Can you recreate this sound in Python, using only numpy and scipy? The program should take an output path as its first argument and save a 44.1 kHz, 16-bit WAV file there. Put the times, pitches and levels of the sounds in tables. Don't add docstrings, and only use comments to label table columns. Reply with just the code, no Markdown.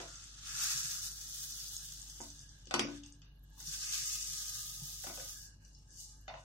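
import sys
import numpy as np
from scipy import signal
from scipy.fft import rfft, irfft, next_fast_len
from scipy.io import wavfile
from scipy.ndimage import uniform_filter1d

SR = 44100
rng = np.random.default_rng(int(sys.argv[2]) if len(sys.argv) > 2 else 0)


def linear_from_db(decibels):
    return 10 ** (np.asarray(decibels, float) / 20)


def transcribe(signal):
    frames = np.atleast_2d(signal).T
    limited = np.clip(frames, -1, 1)
    pcm = np.round(limited * 32767).astype(np.int16)
    wavfile.write(sys.argv[1], SR, pcm)


N = 283993


def rms_one(x):
    return x / np.sqrt(np.mean(x ** 2) + 1e-20)


def at_hz(points, hz):
    table_hz, values = np.transpose(points)
    return np.interp(np.log(hz), np.log(table_hz), values)


def drift(rate):
    r = np.exp(-80 * np.pi * rate / SR)
    white = rng.standard_normal(N // 40 + 2002)
    slow = signal.lfilter([1], [1, -2 * r, r * r], white)[2000:]
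    return np.interp(np.arange(N) / 40, np.arange(len(slow)), rms_one(slow))


def highpass(x, order, hz):
    return signal.sosfilt(signal.butter(order, hz, "high", fs=SR, output="sos"), x)


def bandpass(x, order, low_hz, high_hz):
    return signal.sosfilt(signal.butter(order, [low_hz, high_hz], "band", fs=SR, output="sos"), x)


def ring(clicks, hz, t60):
    r, w = linear_from_db(-60 / (t60 * SR)), 2 * np.pi * hz / SR
    return signal.lfilter([0, np.sin(w)], [1, -2 * r * np.cos(w), r * r], clicks + 1e-18)


def resonate(x, hz, width_hz):
    return ring(x, hz, np.log(1000) / np.pi / width_hz)


def coloured(x, gain):
    size = next_fast_len(N)
    hz = np.arange(size // 2 + 1) * SR / size + 1
    return irfft(rfft(x, size) * gain(hz), size)[..., :N]


def ports(pair):
    # pitch_hz, left_right_correlation
    likeness = [(60, 0.995), (150, 0.96), (300, 0.75), (600, 0.33), (1100, 0.32), (2000, -0.36),
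                (3300, -0.073), (5000, -0.25), (8000, 0.11), (14000, -0.028)]
    # pitch_hz, left_minus_right_db
    port_tilt = [(400, 0.5), (800, -1), (1200, 9), (1700, -14.5), (2200, -1.5), (6000, 2.5), (10000, -4),
                 (15000, -1.5)]

    def alike(hz):
        return np.clip(at_hz(likeness, hz), -.999, .999)

    mid = coloured(pair[0], lambda hz: np.sqrt((1 + alike(hz)) / 2))
    side = coloured(pair[1], lambda hz: np.sqrt((1 - alike(hz)) / 2))
    left_right = np.array([mid + side, mid - side])
    return coloured(left_right, lambda hz: linear_from_db(at_hz(port_tilt, hz) * [[.5], [-.5]]))


def kitchen(x, cut_s):
    # pitch_hz, t60_s
    decay = [(200, 0.28), (700, 0.26), (2000, 0.27), (6000, 0.18)]
    t = np.arange(round(.4 * SR)) / SR
    echoes, white = 0, rng.standard_normal((2, len(t)))
    for hz in 100 * 2 ** np.arange(7):
        echoes = echoes + bandpass(white, 2, hz, 2 * hz) * linear_from_db(-60 * t / at_hz(decay, 0.93 * hz))
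    echoes = echoes * np.minimum(t / 0.00083, 1) * linear_from_db(-12 * (t / cut_s) ** 4)
    return signal.fftconvolve(x, echoes / np.sqrt(np.sum(echoes ** 2) / 2), axes=1)[:, :N]


def background():
    # multiple, level_db
    harmonics = [(1, -59.5), (2, -70.5), (3, -74), (5, -86.5), (6, -87)]
    # pitch_hz, width_hz, level_db
    rumble = [(100.7, 9.2, -88.5), (140, 15.8, -72), (157, 83, -76)]
    # pitch_hz, width_hz, level_db
    whistles = [(855, 63, -85.5), (1634, 150, -83.5), (2800, 81, -111.5), (3670, 59, -104),
                (11700, 55, -91.5)]
    # pitch_hz, level_db (per Hz)
    floor_colour = [(15, -36), (25, -6), (55, 2), (75, -16), (141, -20), (263, -25), (293, -26.5),
                    (370, -32), (1830, -44), (2630, -41), (2930, -14.5), (3160, -110), (4110, -26.5),
                    (13000, -98)]

    motor_hz = 49.34 + 0.11 * drift(0.46)
    turn = 2 * np.pi * np.cumsum(motor_hz) / SR
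    hum = sum(np.sqrt(2) * linear_from_db(db + 1.2 * drift(5.3)) * np.sin(k * turn + 1.6 * k * k)
              for k, db in harmonics)

    white = rng.standard_normal((2, N))
    narrow = 0
    for hz, width_hz, db in [*rumble, *whistles]:
        if hz < 500:
            waver_db = 2.5 * drift(0.87)
        elif hz < 2000:
            waver_db = 5.5 * drift(4.2)
        else:
            waver_db = 8.9 * drift(47)
        tone = resonate(resonate(white, hz, width_hz), hz, width_hz)
        narrow = narrow + linear_from_db(db + waver_db) * rms_one(tone)

    swapped = white[::-1]
    low = rms_one(coloured(swapped, lambda hz: linear_from_db(at_hz(floor_colour, hz)) * (hz > 165) * (hz < 1400)))
    high = rms_one(coloured(white, lambda hz: linear_from_db(at_hz(floor_colour, hz)) * (hz >= 1400)))
    deep = rms_one(coloured(swapped, lambda hz: (hz > 22) * (hz < 165)))
    floor = linear_from_db(-75.5 + drift(26)) * low
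    floor = floor + linear_from_db(-82.0 + 4 * drift(13.0)) * high
    floor = floor + linear_from_db(-67.5 + drift(0.8)) * deep
    return hum * linear_from_db([[.15], [-.15]]) + ports(narrow + floor)


def bumps():
    # start_s, peak_db, pitch_hz
    thumps = [
        (0.747, -47, 140),
        (0.839, -48, 140),
        (3.675, -47.5, 152),
        (4.819, -42.5, 144),
        (5.182, -59, 140),
    ]
    out, t = np.zeros(N + 6000), np.arange(6000) / SR
    for s, db, hz in thumps:
        i = round(s * SR)
        envelope = linear_from_db(db + 8.5 - 60 * t / 0.1) * (1 - np.exp(-t / 0.011))
        out[i:i + 6000] += envelope * np.sin(2 * np.pi * hz * t)
    return out[:N]


def scuffs():
    # start_s, level_db, t60_s
    drags = [(3.034, -69.5, 0.3), (3.218, -70, 0.32), (6.278, -47, 0.057), (6.298, -74, 0.13),
             (6.339, -61, 0.12), (6.365, -70, 0.26)]
    # pitch_hz, width_hz, level_db
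    wall = [(1460, 400, -6), (2100, 240, -12), (2850, 420, 2.5), (3620, 350, 2), (4440, 340, -3.5),
            (5260, 500, -8.5), (6200, 610, -2)]
    t = np.arange(N) / SR
    drag = sum(linear_from_db(db - 60 * np.maximum(t - s, 0) / t60) * np.clip((t - s) / 0.0053, 0, 1)
               for s, db, t60 in drags)
    white = rng.standard_normal((2, N))
    out = 0
    for hz, width_hz, db in wall:
        rough = rms_one(resonate(white, hz, width_hz)) * drag
        out = out + linear_from_db(db) * resonate(rough, hz, width_hz) * (np.pi * width_hz / SR)
    return out * linear_from_db(6.0)


def spoon(scatter_db, modes_db, clatter_db, wood_db):
    # start_s, body_db, thud_db (relative), hardness_db, spoon_pitch_hz
    knocks = [(0.001, -42, -11, -15, 382), (0.004, -41.5, -39, -21, 747), (0.03, -48.5, -13, -17, 616),
              (2.671, -79.5, 27, 34, 842), (2.710, -33.5, -30, -3, 654), (2.74, -27.5, 0.5, 4, 692),
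              (2.76, -39, 0, -1, 695), (2.794, -30.5, 3.5, 7, 710), (2.85, -51, 15.5, 1, 526),
              (2.885, -53, 13.5, -9, 680), (2.905, -65, 20, -18, 510), (3.035, -81.5, -14, 35.5, 620),
              (3.218, -80, -4, 27, 830), (3.572, -64, -13, -34, 880), (3.604, -57.5, -11, 10.5, 1040)]
    soft_knocks = [(2.203, -45.5, 1.5, -19, 786), (5.039, -44.5, -34, -8, 626), (5.069, -43.5, -3, 2, 660),
                   (5.098, -46, -2.5, -8, 710), (5.175, -44.5, -41, -13, 576), (5.199, -48.5, -39, -1, 583)]
    last_knocks = [(6.28, -40, -49, -11, 660), (6.299, -42.5, -44, -26, 760), (6.34, -40, -48, -21, 697),
                   (6.373, -48, -46, -26, 780)]
    # pitch_hz, level_db, t60_s
    pot = [(140, -12, 0.43), (225.7, -4.5, 0.53), (288.2, -1.5, 0.55), (356, -3.5, 0.18), (365, 4, 0.17),
           (495, -18, 0.31), (695, -11, 0.2), (766, 1, 0.16), (1126, -29, 0.07), (1430, -7, 0.049),
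           (1493, -2, 0.22), (2320, -17, 0.028), (3320, -22, 0.089), (6040, -3, 0.011)]
    # low_hz, high_hz, level_db, t60_s
    clatter = [(176, 590, 0.5, 0.023), (1050, 2450, 2, 0.0083), (1760, 3260, 1.5, 0.0018),
               (2710, 3510, 0, 0.027), (4570, 7260, 2, 0.025), (7800, 22000, 2.5, 0.018)]

    rows = np.vstack([knocks, soft_knocks, last_knocks])
    start_s, body_db, thud_db, hardness_db, pitch_hz = rows.T
    at = (start_s * SR).astype(int)
    luck = rng.standard_normal((len(rows), len(pot)))
    clack_db = np.minimum(7 + 0.24 * hardness_db, 22)
    regions_db = body_db + np.array([thud_db, 0 * at, clack_db, hardness_db])

    def strength(hz):
        return linear_from_db(regions_db[np.searchsorted([450, 1000, 2500], hz)])

    size = N + 4000
    out, white, t = np.zeros((2, size)), rng.standard_normal((2, size)), np.arange(4000) / SR
    white[:, at] = 4.5
    spoon_db = body_db - 0.95 * np.clip(hardness_db + 3, 0, 9)
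    for i, db, hz in zip(at, spoon_db, pitch_hz):
        burst = white[:, i:i + 4000] * linear_from_db(db + wood_db - 6.0 - 60 * t / 0.093)
        out[:, i:i + 4000] += bandpass(burst, 3, hz / 1.215, hz * 1.262)
        tok = linear_from_db(db + 1 - 60 * t * hz / 22.5) * (1 - np.exp(-t / 0.0042))
        out[0, i:i + 4000] += tok * np.sin(2 * np.pi * hz * t)

    sample = np.arange(size)
    latest = np.maximum.accumulate(np.where(np.isin(sample, at), sample, 0))
    since_s = (sample - latest) / SR
    gate = linear_from_db(-6 * np.minimum(since_s / 0.2, 2) ** 6)
    for k, (hz, db, t60) in enumerate(pot):
        clicks = np.zeros(size)
        clicks[at] = strength(hz) * linear_from_db(db + modes_db + scatter_db * luck[:, k])
        out += ring(clicks, hz, t60) * gate * [[1], [(-1) ** k]]

    for low_hz, high_hz, db, t60 in clatter:
        clicks = np.full(size, 1e-18)
        blow = strength(np.sqrt(low_hz * high_hz)) ** (1 + .5 * (low_hz > 7000))
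        clicks[at] = blow * linear_from_db(db + clatter_db) * np.sqrt(SR / (high_hz - low_hz))
        fading = signal.lfilter([1], [1, -linear_from_db(-60 / (t60 * SR))], clicks)
        out += bandpass(white * fading, 3, low_hz, high_hz)
    return highpass(out[:, :N], 3, 125)


def strays(cycles):
    # start_s, peak_db, pitch_hz, pan_db
    grains = [(0.156, -46, 6200, 2), (0.1366, -54, 6440, 1), (0.2406, -47.5, 7600, -1),
              (0.2957, -63, 4570, 7), (1.4118, -64, 5870, 2), (1.766, -32.5, 6650, 0),
              (1.8764, -56, 6400, 0.5), (1.922, -46, 6700, -3), (2.017, -48, 6700, 17),
              (2.098, -45, 6200, 6), (2.2095, -42.5, 6500, -9), (2.216, -43, 7000, -11),
              (2.242, -48, 6940, -5), (2.303, -44.5, 6140, -1), (2.392, -51, 6100, 13),
              (2.4126, -50, 6460, 1), (2.492, -51, 6000, -6), (2.6562, -54, 6130, 12),
              (2.9617, -53, 6300, -8), (2.975, -53.5, 6140, 4), (3.036, -58, 6500, -1),
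              (3.062, -47.5, 6300, -2), (3.1238, -50.5, 6460, 5), (1.522, -40, 5560, -1),
              (3.602, -54, 6330, 27), (3.673, -39, 5600, 0), (5.65, -65, 5850, 27),
              (5.749, -62, 5320, 22.5), (1.602, -46.5, 5150, -16), (5.906, -55, 6250, 5),
              (0.5087, -48, 6000, -1), (0.613, -47, 5240, -2), (1.507, -43, 6100, 7),
              (1.6636, -46.5, 4700, 0.5), (3.713, -43, 7050, -3), (3.732, -51, 6100, 2),
              (3.745, -52, 6330, 2), (4.1315, -46, 6600, 1), (4.146, -51, 6320, 1), (5.048, -46, 5900, 7),
              (3.62, -55, 8000, 2), (3.039, -53, 6400, 1)]
    partials = [(.82, 4), (1, 12), (1.27, 1.5), (1.5, -22.5)]   # ratio, level_db
    out, t = np.zeros((2, N + 600)), np.arange(600) / SR
    for s, db, hz, pan_db in grains:
        i = round(s * SR)
        ping = sum(linear_from_db(part_db) * np.sin(2 * np.pi * ratio * hz * t) for ratio, part_db in partials)
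        ping = ping * linear_from_db(db - 60 * t * hz / cycles) * (1 - np.exp(-t / .0008))
        out[:, i:i + 600] += ping * linear_from_db([[pan_db / 2], [-pan_db / 2]])
    return out[:, :N]


def flow(mean_flow_db):
    # start_s, flow_db, slide_db, fall_db
    trickle = [
        (0.0, -55, -12, -13),
        (0.22, -56, -12, -15.5),
        (0.41, -60.5, -9.5, -15.5),
    ]
    first_pour = [
        (0.469, -48.5, -14, -12.5),
        (0.655, -38, -20.5, -7.5),
        (0.87, -42, -21.5, -7.5),
        (1.15, -49.5, -21.5, -6.5),
        (1.56, -49, -22, -5),
        (1.78, -51, -21, -5.5),
        (1.95, -53.5, -19, -8),
        (2.3, -57.5, -17, -10.5),
        (2.66, -71, -4, -21.5),
    ]
    dribble = [
        (2.978, -60, -5, -17.5),
        (3.015, -79, 0, -19),
        (3.06, -66.5, -5.5, -20),
        (3.15, -77.5, -1, -24),
        (3.28, -100, -21.5, 1),
        (3.52, -76, -10.5, -15.5),
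    ]
    second_pour = [
        (3.575, -67, -22.5, -5),
        (3.611, -54.5, -21.5, -5.5),
        (3.74, -45, -20, -9),
        (3.94, -41, -19, -9.5),
        (4.22, -43.5, -21.5, -8),
        (4.62, -47, -21.5, -5),
        (4.829, -51, -23, -5),
        (5.32, -51.5, -22, -5),
        (5.448, -57, -30.5, -4),
    ]
    last_shake = [
        (5.598, -81.5, -2, -33),
        (5.65, -68, -13, -26),
        (5.78, -72.5, -11, -22),
        (5.84, -77, -3, -28),
        (6.01, -51.5, -43, -0.5),
        (6.14, -65, -11.5, -18),
        (6.3, -81, -14, -33),
        (6.39, -68.5, -16, -26),
        (6.44, -73, -12, -24),
    ]
    # start_s, extra_flow_db, half_length_s
    surges = [(0.657, 0.5, 0.03), (1.142, -2.5, 0.018), (1.924, 5, 0.003), (2.238, 4.5, 0.02),
              (2.4, 1.5, 0.028), (3.74, 3.5, 0.017), (3.785, -2.5, 0.02), (4.068, -1, 0.052),
              (4.439, 1.5, 0.023), (4.683, -2.5, 0.047), (4.147, 2, 0.019), (4.597, 1, 0.026),
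              (4.787, 0.5, 0.014), (5.218, 3.5, 0.03), (5.302, 2, 0.021)]
    s, *columns = np.vstack([trickle, first_pour, dribble, second_pour, last_shake]).T
    t = np.arange(N) / SR
    flow_db, slide_db, fall_db = [np.interp(t, s, column) for column in columns]
    clumps_db = sum(db * np.exp(-((t - at) / half) ** 2) for at, db, half in surges)
    return flow_db + clumps_db - mean_flow_db, slide_db + 20, fall_db + 7


def pour(spread_db, cycles, clump_db, hiss_share):
    # pitch_hz, level_db (per Hz)
    patter_colour = [(1120, -46), (1900, -30), (2300, -11), (3120, -3.5), (3690, 3), (4060, -4.5),
                     (4400, -4), (6260, 7), (10100, -11), (15000, -8.5), (15700, -8.5)]
    # pitch_hz, width_hz, half_full_db, emptying_db_per_s
    bowl = [(916, 48, -7.5, -1.2), (1031, 105, -10, -1), (1246, 23, 1.5, 4.5), (1396, 202, 3, -4.5),
            (1580, 206, 8.5, 0), (1877, 9.5, -5.5, -3), (2070, 55, 1, 0.2)]
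    # start_s, pitch_hz
    heap = [(0.4, 5950), (1.56, 6200), (1.66, 5620), (1.72, 6420), (2.4, 6270), (2.84, 5640), (3.13, 6510),
            (3.31, 6420), (3.37, 5400), (3.44, 6720), (3.66, 5850), (3.71, 6160), (3.98, 5760),
            (4.05, 6400), (5.7, 5870), (5.76, 5340), (5.88, 6500), (6.2, 6350)]
    heap_mean_hz, half_full_s, mean_flow_db = 6270, 3, -50

    swing_db, slide_db, fall_db = flow(mean_flow_db)
    patter_db = mean_flow_db + swing_db
    scrape_db = -77.5 + 2.04 * swing_db + 0.85 * slide_db - 1.3 * fall_db
    rustle_db = -59 + 0.83 * swing_db + 1.6929 * slide_db + 1.73 * fall_db
    sizzle_db = -58 + 0.92 * swing_db + 0.71 * slide_db + 2 * fall_db
    bowl_db = -69.5 + 1.3567 * swing_db + 2.1932 * slide_db + 1.42 * fall_db

    density = np.clip(3.7 + .035 * swing_db, 3.5, 4.3)
    sizes = linear_from_db(spread_db * np.minimum(rng.exponential(1, (2, N)), 4)) * rng.choice([-1, 1], (2, N))
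    clumps = drift(18)
    rate = 10 ** density * linear_from_db(clump_db * clumps)
    strikes = rng.random((2, N)) < rate / SR
    clicks = sizes * strikes * 10 ** (-density / 2)
    clicks = rms_one(clicks) + hiss_share * rng.standard_normal((2, N))

    t = np.arange(N) / SR
    pitches, dealt = np.geomspace(2000, 15200, 15), rng.integers(0, 15, (2, N))
    shift_octaves = np.log2(np.interp(t, *np.transpose(heap)) / heap_mean_hz)
    rings = []
    for k, hz in enumerate(pitches):
        pull_db = 46 * shift_octaves * np.log2(hz / heap_mean_hz) * (4500 < hz < 9000)
        gain = linear_from_db(at_hz(patter_colour, hz) + pull_db) * hz
        rings.append(gain * ring(clicks * (dealt == k), hz, cycles / hz))
    parts = (rings[:3], rings[3:6], rings[6:11], rings[11:])
    scrape, rustle, patter, sizzle = [rms_one(highpass(sum(part), 3, 1900)) for part in parts]

    body = 0
    for hz, width_hz, db, per_s in bowl:
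        mode = resonate(resonate(clicks, hz, 2 * width_hz), hz, max(width_hz, 70))
        body = body + linear_from_db(db + per_s * (t - half_full_s) + 2 * drift(4.5)) * rms_one(mode)
    body = highpass(body, 3, 820)

    bright = highpass(linear_from_db(patter_db) * patter + linear_from_db(rustle_db) * rustle, 4, 2750)
    sizzle = linear_from_db(sizzle_db + 0.73 * drift(56) + 0.91 * clumps) * sizzle
    return linear_from_db(scrape_db) * scrape + bright + sizzle + linear_from_db(bowl_db) * rms_one(body)


def scene():
    grain = pour(spread_db=1.0, cycles=19.0, clump_db=5.0, hiss_share=1.0)
    lone = strays(cycles=28.2)
    knock = spoon(scatter_db=0.0, modes_db=-14.0, clatter_db=-10.5, wood_db=18.5) + scuffs()
    dull_knock = coloured(knock, lambda hz: 1 / (1 + (hz / 10400) ** 6))
    wet = kitchen(linear_from_db(0.47) * dull_knock + linear_from_db(-6.0) * grain + linear_from_db(6.5) * lone, cut_s=0.49)
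    return ports(linear_from_db(2.5) * grain + knock + wet) + linear_from_db(5.5) * lone + bumps() + background()


def starve(x):
    # pitch_hz, level_db (under the loudest treble band)
    dropout = [(1500, -34), (2050, -30), (2230, -21), (2400, -17), (2560, -19), (2720, -12), (2900, -23),
               (3170, -9), (3550, -19), (4050, -8), (4600, -20), (7300, -21), (7900, -15), (8500, -14),
               (8900, -23), (9600, -17), (12000, -21), (14000, -20), (15500, -15)]
    # low_hz, high_hz
    spared = [(10250, 10800), (12300, 12850), (14100, 14700)]
    window = np.sin(np.pi * (np.arange(2048) + .5) / 2048) ** 1.5
    hz, s, z = signal.stft(x, SR, window=window, nperseg=2048)
    power = np.mean(np.abs(z[:, :1020]) ** 2, axis=0)
    band_db = 10 * np.log10(power.reshape(170, 6, -1).mean(axis=1) + 1e-20)
    band_hz = hz[3:1020:6]
    loudest_db = uniform_filter1d(band_db[22:], size=8, axis=0).max(axis=0)
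    whim = uniform_filter1d(rng.standard_normal(band_db.shape), size=2, axis=0)
    whim_db = 5 * rms_one(uniform_filter1d(whim, size=3, axis=1))
    limit_db = at_hz(dropout, band_hz) * np.where(band_hz > 1500, 1, 9)
    margin_db = uniform_filter1d(band_db, size=3, axis=1) + whim_db - loudest_db - limit_db[:, None]
    is_spared = np.any([(band_hz > low) & (band_hz < high) for low, high in spared], axis=0)
    hungry = (band_hz > 9350) & ~is_spared
    margin_db = margin_db - 18 * hungry[:, None] * np.clip(1 - s / .44, 0, 1) ** .5
    loud_knock = band_db[3:12].mean(axis=0) > -66
    margin_db = margin_db + 30 * (band_hz < 12900)[:, None] * loud_knock
    keep = 1 / (1 + np.exp(-np.clip(margin_db / .3, -9, 9)))
    keep = np.repeat(keep, 6, axis=0) * (hz[:1020] < 15850)[:, None]
    return signal.istft(z * np.pad(keep, [(0, 5), (0, 0)]), SR, window=window, nperseg=2048)[1][:, :N]


def band_limit(x):
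    return signal.sosfilt(signal.butter(12, 16630, fs=SR, output="sos"), x)


def record(dry):
    return band_limit(starve(dry))


dry = scene()
out = record(dry)
transcribe(out)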